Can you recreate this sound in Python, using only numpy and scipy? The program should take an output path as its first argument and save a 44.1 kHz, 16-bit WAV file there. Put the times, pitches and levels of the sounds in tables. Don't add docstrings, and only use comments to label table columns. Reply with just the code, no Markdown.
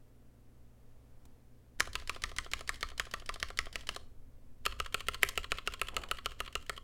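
import sys
import numpy as np
from scipy import signal
from scipy.fft import rfft, irfft
from scipy.io import wavfile
from scipy.ndimage import uniform_filter1d

SR = 44100
rng = np.random.default_rng(int(sys.argv[2]) if len(sys.argv) > 2 else 0)


def to_wav(s):
    ch = np.atleast_2d(s).T
    pcm = np.round(np.clip(ch, -1, 1) * 32767)
    wavfile.write(sys.argv[1], SR, pcm.astype(np.int16))


N = 301203
TIME = np.arange(N) / SR
AGE = np.arange(4096) / SR
HIT_S = 0.02
LETTERS_FROM_S = 4.3

# [t/s, relative cap level/dB, cap resonance f/Hz, plate level/dB,
# travel since the fingertip landed/s]
KEY_PRESSES = [(1.8047, -30.5, 1600, -37, .006), (1.9544, -39.5, 2620, -46, 0.023),
               (2.0955, -38.5, 2620, -43, 0.021), (2.2383, -38, 1970, -42, .018),
               (2.3849, -38, 1760, -42.5, 0.021), (2.5352, -38, 2720, -46, 0.02),
               (2.6925, -37, 1760, -43, 0.016), (2.829, -39, 1930, -40, 0.02),
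               (2.9977, -36, 2800, -43, .019), (3.1386, -41.5, 1870, -41.5, 0.026),
               (3.292, -42, 1810, -39.5, 0.031), (3.4284, -37.5, 1920, -44.5, 0.028),
               (3.5894, -34, 1880, -41, 0.016), (3.757, -42, 2770, -51, 0.029),
               (3.8906, -38.5, 2820, -54, 0.02), (4.663, -35, 2750, -35.5, 0.01),
               (4.801, -39.5, 2700, -37, 0.011), (4.9443, -35.5, 2780, -38, 0.02),
               (5.0847, -35.5, 1830, -38, 0.017), (5.232, -26, 2020, -40, 0.0081),
               (5.3766, -35, 2640, -41.5, 0.022), (5.5194, -35.5, 2520, -39.5, 0.011),
               (5.6746, -36.5, 2770, -38.5, 0.011), (5.8155, -35.5, 2650, -38.5, 0.021),
               (5.9663, -37, 3000, -38.5, 0.023), (6.1129, -36.5, 2830, -37, 0.026),
               (6.2595, -38.5, 2980, -39, 0.013), (6.4037, -40.5, 2740, -40, 0.012),
               (6.5538, -38, 2800, -40.5, 0.028), (6.6957, -40, 1850, -42.5, 0.032)]
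# [t/s, relative cap level/dB, relative tick level/dB,
# travel since the finger let go/s]
KEY_RELEASES = [(1.873, -50, -54, 0.018), (2.021, -58.5, -73, 0.022), (2.1617, -50.5, -57, 0.014),
                (2.316, -54, -60, 0.023), (2.462, -52.5, -72, 0.016), (2.6087, -50.5, -50, 0.017),
                (2.917, -57.5, -70, .029), (3.0682, -55.5, -74, 0.015), (3.2216, -58.5, -73, .023),
                (3.3589, -52, -57, 0.017), (3.503, -49.5, -54.5, 0.017), (3.6679, -51.5, -66, 0.011),
                (3.833, -66, -88, .024), (3.9625, -46, -42, 0.016), (4.7228, -47, -64, 0.012),
                (4.8603, -44, -53.5, 0.014), (5.0048, -42.5, -52, 0.0091), (5.144, -41, -47, 0.0094),
                (5.2882, -41.5, -38.5, 0.014), (5.4425, -42.5, -57, 0.011), (5.584, -40.5, -56, .011),
                (5.737, -42, -50, 0.015), (5.8842, -40, -51.5, 0.014), (6.0353, -44, -56.5, 0.019),
                (6.1849, -45, -63, 0.015), (6.3176, -52, -62, 0.01), (6.4614, -52, -69, 0.013),
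                (6.4769, -46.5, -66, 0.017), (6.625, -61, -65, .014), (6.776, -45.5, -59.5, 0.012)]
# [f/Hz, relative level/dB, t60/s]
PLATE_MODES = [(1074, -1.5, 0.038), (1208, -2.5, 0.026), (1325, -5.5, 0.043)]

PRESS_DB, RELEASE_DB = -37.5, (-52, -40)


def amp(db):
    return 10 ** (np.asarray(db) / 20)


def read(points, hz):
    f, value = np.transpose(points)
    return np.interp(np.log(hz + 1), np.log(f + 1), value)


def unit(x):
    return x / (np.linalg.norm(x) + 1e-20)


def sized(x, db):
    return unit(x) * amp(db) * np.sqrt(HIT_S * SR)


def add(mix, s, sound):
    part = mix[round(s * SR):][:len(sound)]
    part += sound[:len(part)]


def coloured(x, db):
    log_gain = np.log(amp(np.r_[db, db[-2:0:-1]]))
    response = np.exp(np.conj(signal.hilbert(log_gain)))[:len(db)]
    return irfft(rfft(x) * response)


def noise(colour):
    spectrum = rfft(rng.standard_normal(N))
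    gain = amp(read(colour, np.fft.rfftfreq(N, 1 / SR)))
    return unit(irfft(spectrum * gain, N)) * np.sqrt(N)


def level(rows):
    s, db = np.transpose(rows)
    return amp(np.interp(TIME, s, db, left=-200, right=-200))


def for_key(pair, s):
    return pair[int(s > LETTERS_FROM_S)]


def of_key(table, s):
    return np.array(table)[:, [0, for_key((1, 2), s)]]


def hum():
    # [f/Hz, rms level/dB]
    hum_tones = [(60, -67.5), (120, -67), (240, -75.5)]
    out = np.zeros(N)
    for hz, db in hum_tones:
        out += amp(db) * np.sqrt(2) * np.sin(2 * np.pi * (hz * TIME + rng.random()))
    return out


def air():
    # [f/Hz, relative level/dB]
    air_colour = [(90, -8), (160, -12.5), (270, -6), (335, -15.5), (470, -13), (800, -23.5), (1500, -28),
                  (4000, -36), (16000, -38)]
    return amp(-66.5) * noise(air_colour)


def wobble():
    # [t/s, relative level/dB]
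    wobble_course = [(0, -61.5), (1.2, -56.5), (1.72, -63), (1.82, -45.5), (2.4, -51.5), (3.95, -51),
                     (4.55, -55.5), (4.68, -45.5), (6.83, -55.5)]
    # [f/Hz, relative level/dB]
    wobble_colour = [(10, 3), (20, 4), (27, -10.5), (36, -12.5), (50, -7.5), (64, -11), (90, -13),
                     (130, -26.5), (250, -75.5)]
    return amp(2.4) * noise(wobble_colour) * level(wobble_course)


def background():
    return wobble() + air() + hum()


def room(x, first_s=0.0046):
    # [f/Hz, t60/s]
    room_decay = [(300, 0.62), (1500, 0.32), (4000, 0.34), (8000, 0.37), (15000, 0.19)]
    t = np.arange(SR // 2) / SR
    density = 900 + 40000 * t
    struck = (rng.random(len(t)) < density / SR) * (t > first_s)
    taps = rng.standard_normal(len(t)) * struck / np.sqrt(density)
    hz, age, bands = signal.stft(taps, SR, nperseg=256)
    decay = amp(-60 * age / read(room_decay, hz)[:, None])
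    tail = signal.istft(bands * decay, SR, nperseg=256)[1]
    return signal.fftconvolve(x, unit(tail))[:N]


def reflections(x, count=4):
    stroke = np.searchsorted([press[0] - HIT_S for press in KEY_PRESSES], TIME)
    return sum(room(x * (stroke % count == k)) for k in range(count))


def desk():
    # [f/Hz, relative level/dB, t60/s]
    desk_modes = [(28.3, -51.5, 0.28), (61.3, -55, .25)]
    t, out = np.arange(SR // 2) / SR, np.zeros(N)
    for press in KEY_PRESSES:
        force, detune = rng.standard_normal(2)
        sway = np.zeros(len(t))
        for hz, db, t60 in desk_modes:
            sway += amp(db - 60 * t / t60) * np.sin(2 * np.pi * hz * (1 + 0.12 * detune) * t)
        add(out, press[0], amp(12.0 + 1.6 * force) * sway * (1 - np.exp(-t / 0.0016)))
    return out


def contact(chatter_db, t60, crack_s, spread=0.37):
    crack_noise, chatter_noise = rng.standard_normal((2, len(AGE)))
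    crack = (AGE == 0) + spread * crack_noise * np.exp(-AGE / crack_s)
    chatter = chatter_noise * amp(-60 * AGE / t60) * (1 - np.exp(-AGE / 0.00076))
    return unit(crack) + amp(chatter_db) * unit(chatter)


def keycap(s, cap_db, tick_db, chatter_db, t60, cap_hz, peak_db, width_hz=200, tick_chatter_db=-2):
    # [f/Hz, wide key level/dB, letter key level/dB]
    cap_colour = [(835, -45.5, -34.5), (1004, -5, -9.5), (1430, -5, -7.5), (1920, -1.5, -3),
                  (2220, -3, -3.5), (2470, -7, -3.5), (3000, -3.5, -2), (3520, -6, -9.5), (4433, -14.5, -9),
                  (5560, -35.5, -36)]
    # [f/Hz, wide key level/dB, letter key level/dB]
    tick_colour = [(2800, -9, -23), (3960, 2, -0.5), (5510, -0.5, -1.5), (5260, -3.5, -7), (7180, -5.5, -1),
                   (9330, -9, -5.5), (10000, -6.5, -14), (11240, -18, -4.5), (11700, -17.5, -14),
                   (15100, -22.5, -12), (16200, -29.5, -23)]
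    hz = np.fft.rfftfreq(len(AGE), 1 / SR)
    cavity = peak_db / (1 + ((hz - cap_hz) / width_hz) ** 2)
    crack_s = for_key((0.0006, 0.00025), s)
    cap_contact = contact(chatter_db, t60, crack_s)
    clack = coloured(cap_contact, read(of_key(cap_colour, s), hz) + cavity)
    edge_contact = contact(chatter_db + tick_chatter_db, t60 * 0.92, crack_s)
    tick = coloured(edge_contact, read(of_key(tick_colour, s), hz))
    return sized(clack, cap_db) + sized(tick, tick_db)


def ring(modes, rise_s, scatter_db=2):
    hz, db, t60 = np.transpose(modes)[:, :, None]
    weight, detune = rng.standard_normal((2, len(modes), 1))
    envelopes = amp(db + scatter_db * weight - 60 * AGE / t60)
    waves = envelopes * np.sin(2 * np.pi * hz * (1 + 0.016 * detune) * AGE)
    return unit(waves.sum(0) * (1 - np.exp(-AGE / rise_s)))


def plate(hz, delay_s, ring_db, sustain=1, focus_db=0, width_s=0.0016, fall=0.12):
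    passing = (AGE - delay_s) / width_s
    turns = np.cumsum(hz * (1 - fall * np.tanh(passing / 2))) / SR
    swell = (1 - np.exp(-AGE / 0.000302)) / np.cosh(np.clip(passing, -20, 20))
    wave = np.sin(2 * np.pi * turns) * swell
    modes = [(f, db - focus_db * abs(np.log2(f / hz)), t60 * sustain) for f, db, t60 in PLATE_MODES]
    late = np.interp(AGE - delay_s, AGE, ring(modes, 0.0027), left=0)
    return unit(wave) + amp(ring_db) * unit(late)


def case(s, rise_s, low_hz=365, high_hz=740):
    # [f/Hz, wide key level/dB, letter key level/dB, t60/s]
    case_modes = [(412, -5, -1.5, 0.051), (445, -13, 1, 0.02), (533, -3.5, -1.5, 0.032),
                  (675, 6.5, 2, 0.02)]
    hz, wide_db, letter_db, t60 = np.transpose(case_modes)
    modes = np.transpose([hz, for_key((wide_db, letter_db), s), t60])
    band = signal.butter(2, [low_hz, high_hz], "bandpass", fs=SR, output="sos")
    return signal.sosfilt(band, ring(modes, rise_s))


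def push(soft_s=0.00097):
    u = AGE / soft_s
    return u * (2 - u) * np.exp(-u)


def rattle(s, cap_db, tick_db):
    t60, chatter_db = for_key((0.023, 0.03), s), for_key((3.5, 13), s)
    cap = keycap(s, cap_db - 1.3, tick_db - 1.3, chatter_db, t60, cap_hz=3090, peak_db=11.0)
    return cap + sized(ring(PLATE_MODES, 0.000948), cap_db - 14.5)


def approach():
    # [t/s, level/dB]
    rustle_course = [(.6, -90), (.8, -79), (1.05, -79), (1.35, -77), (1.6, -90)]
    # [f/Hz, relative level/dB]
    rustle_colour = [(200, -13), (600, 3), (1200, -6), (2600, -14), (5000, -18), (15000, -24)]
    # [f/Hz, relative level/dB]
    dry_tick_colour = [(400, -18), (900, 2), (2000, -8), (6000, -4), (15000, -10)]
    out = noise(rustle_colour) * level(rustle_course)
    hz = np.fft.rfftfreq(len(AGE), 1 / SR)
    tick = coloured(contact(chatter_db=3, t60=0.03, crack_s=0.00054), read(dry_tick_colour, hz))
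    add(out, 1.254, sized(tick, -66))
    return out


def fingers(grain_db=3, drag_grain_db=3.0):
    # [t/s, relative level/dB]
    rub_course = [(1.79, -64), (2.7, -63.5), (3.15, -67.5), (3.65, -65.5), (3.97, -64), (4.7, -75),
                  (5.25, -64.5), (5.9, -71), (6.82, -73)]
    # [t from the press/s, relative level/dB]
    stroke_course = [(-.035, -29), (-.015, 6.5), (.01, 3.5), (.07, 1.5), (.11, -14.5)]
    # [f/Hz, relative level/dB]
    rub_colour = [(300, -2.5), (850, -14.5), (1250, -14.5), (1700, -3.5), (2200, -8.5), (2600, -12),
                  (3100, -9.5), (4500, -9.5), (8000, -20), (15000, -28.5)]
    # [t/s, relative level/dB]
    drag_course = [(5.9, -63.5), (5.975, -50.5), (6.02, -54), (6.07, -58), (6.13, -63)]
    # [f/Hz, relative level/dB]
    drag_colour = [(120, -9), (300, -6), (700, -7.5), (1300, -13), (2200, -22), (5000, -53)]
    grain = unit(uniform_filter1d(rng.standard_normal(N), size=130)) * np.sqrt(N)
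    age, db = np.transpose(stroke_course)
    stroke = amp(np.interp(np.arange(age[0], age[-1], 1 / SR), age, db))
    moving = np.zeros(N)
    for press in KEY_PRESSES:
        add(moving, press[0] + age[0], stroke)
    rub = noise(rub_colour) * amp(grain_db * grain + 1.5) * level(rub_course) * moving
    drag = noise(drag_colour) * amp(drag_grain_db * grain - 0.5) * level(drag_course)
    return rub + drag


def touches(land_follows=0.9, lift_follows=(0.15, 0.55)):
    # [t/s, relative cap level/dB, relative tick level/dB]
    flicks = [(2.743, -54.5, -55), (2.7576, -58, -58), (2.902, -56, -59), (3.3407, -56, -48.5)]
    land_cap_db, land_tick_db = (-54, -57), (-49.5, -63)
    lift_cap_db, lift_tick_db = (-55.5, -52), (-57, -59.5)
    first_land_db, burst_gap_s = (3, 15.5), 0.3
    out, last_s = np.zeros(N), 0
    for s, cap_db, _, _, travel_s in KEY_PRESSES:
        gain_db = land_follows * (cap_db - PRESS_DB)
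        if s - last_s > burst_gap_s:
            gain_db += for_key(first_land_db, s)
        landing = rattle(s, for_key(land_cap_db, s), for_key(land_tick_db, s))
        add(out, s - travel_s, amp(gain_db) * landing)
        last_s = s
    for s, cap_db, _, travel_s in KEY_RELEASES:
        gain_db = for_key(lift_follows, s) * (cap_db - for_key(RELEASE_DB, s))
        lift = rattle(s, for_key(lift_cap_db, s), for_key(lift_tick_db, s))
        add(out, s - travel_s, amp(gain_db) * lift)
    for s, cap_db, tick_db in flicks:
        add(out, s, rattle(s, cap_db, tick_db))
    return out


def releases(follows=0.92):
    plate_level_db, plate_pitch_hz = (-54.5, -47.5), (1280, 1230)
    thud_level_db, chatter_level_db = (-54, -57), (-1, 17)
    out = np.zeros(N)
    for s, cap_db, tick_db, _ in KEY_RELEASES:
        force_db = follows * (cap_db - for_key(RELEASE_DB, s))
        chatter_db = for_key(chatter_level_db, s)
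        add(out, s, keycap(s, cap_db - 3, tick_db - 3, chatter_db, t60=0.022, cap_hz=3300, peak_db=6.5))
        wave = plate(for_key(plate_pitch_hz, s), delay_s=0.00291, ring_db=-2.5)
        add(out, s, sized(wave, for_key(plate_level_db, s) + force_db))
        add(out, s, sized(case(s, 0.00024), for_key(thud_level_db, s) + force_db))
    return out


def presses():
    # [t/s, case thud level at ordinary force/dB, mean plate wave f/Hz, mean plate wave delay/s]
    hand_spot = [(1.8, -55, 1248, 0.0029), (2.4, -57.5, 1221, 0.0035), (2.85, -50, 1267, 0.00442),
                 (3.28, -48.5, 1202, 0.0046), (3.6, -52, 1285, 0.0032), (3.9, -51.5, 1310, 0.0033),
                 (4.66, -45, 1304, 0.00351), (5.1, -45, 1353, 0.0045), (5.45, -43.5, 1300, 0.0053),
                 (5.95, -47.5, 1305, 0.0042), (6.7, -44.5, 1292, 0.0052)]
    tick_level_db, chatter_level_db = (-42.5, -46), (-4.5, -5)
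    thud_follows = (0.13, 0.51)
    plate_sustain = (1.6, 0.63)
    out = np.zeros(N)
    spot_s, *spot = np.transpose(hand_spot)
    for s, cap_db, cap_hz, plate_db, _ in KEY_PRESSES:
        force_db = cap_db - PRESS_DB
        thud_db, plate_hz, delay_s = [np.interp(s, spot_s, column) for column in spot]
        thud_db += for_key(thud_follows, s) * force_db
        tick_db = for_key(tick_level_db, s) + force_db
        chatter_db = for_key(chatter_level_db, s) - 0.26 * force_db
        peak_db = 7.0 + 0.34 * force_db
        add(out, s, keycap(s, cap_db + 2, tick_db + 2, chatter_db, 0.02, cap_hz, peak_db))
        detune, shift = rng.uniform(-1, 1, 2)
        plate_hz *= 1 + 0.016 * detune
        delay_s *= 1 + 0.078 * shift
        wave = plate(plate_hz, delay_s, ring_db=-6.5, sustain=for_key(plate_sustain, s), focus_db=35.5)
        add(out, s, sized(wave, plate_db))
        add(out, s, sized(case(s, 0.0001), thud_db) + sized(push(), thud_db - 6.0))
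    return out


def scene():
    keys = presses() + releases() + touches() + fingers()
    return (keys + amp(-18) * reflections(keys) + approach() + desk() + background())[None]


def record(dry):
    low_pass = signal.firwin(301, 16400, window=("kaiser", 9), fs=SR)
    return signal.oaconvolve(dry, low_pass[None], "same")


dry = scene()
out = record(dry)
to_wav(out)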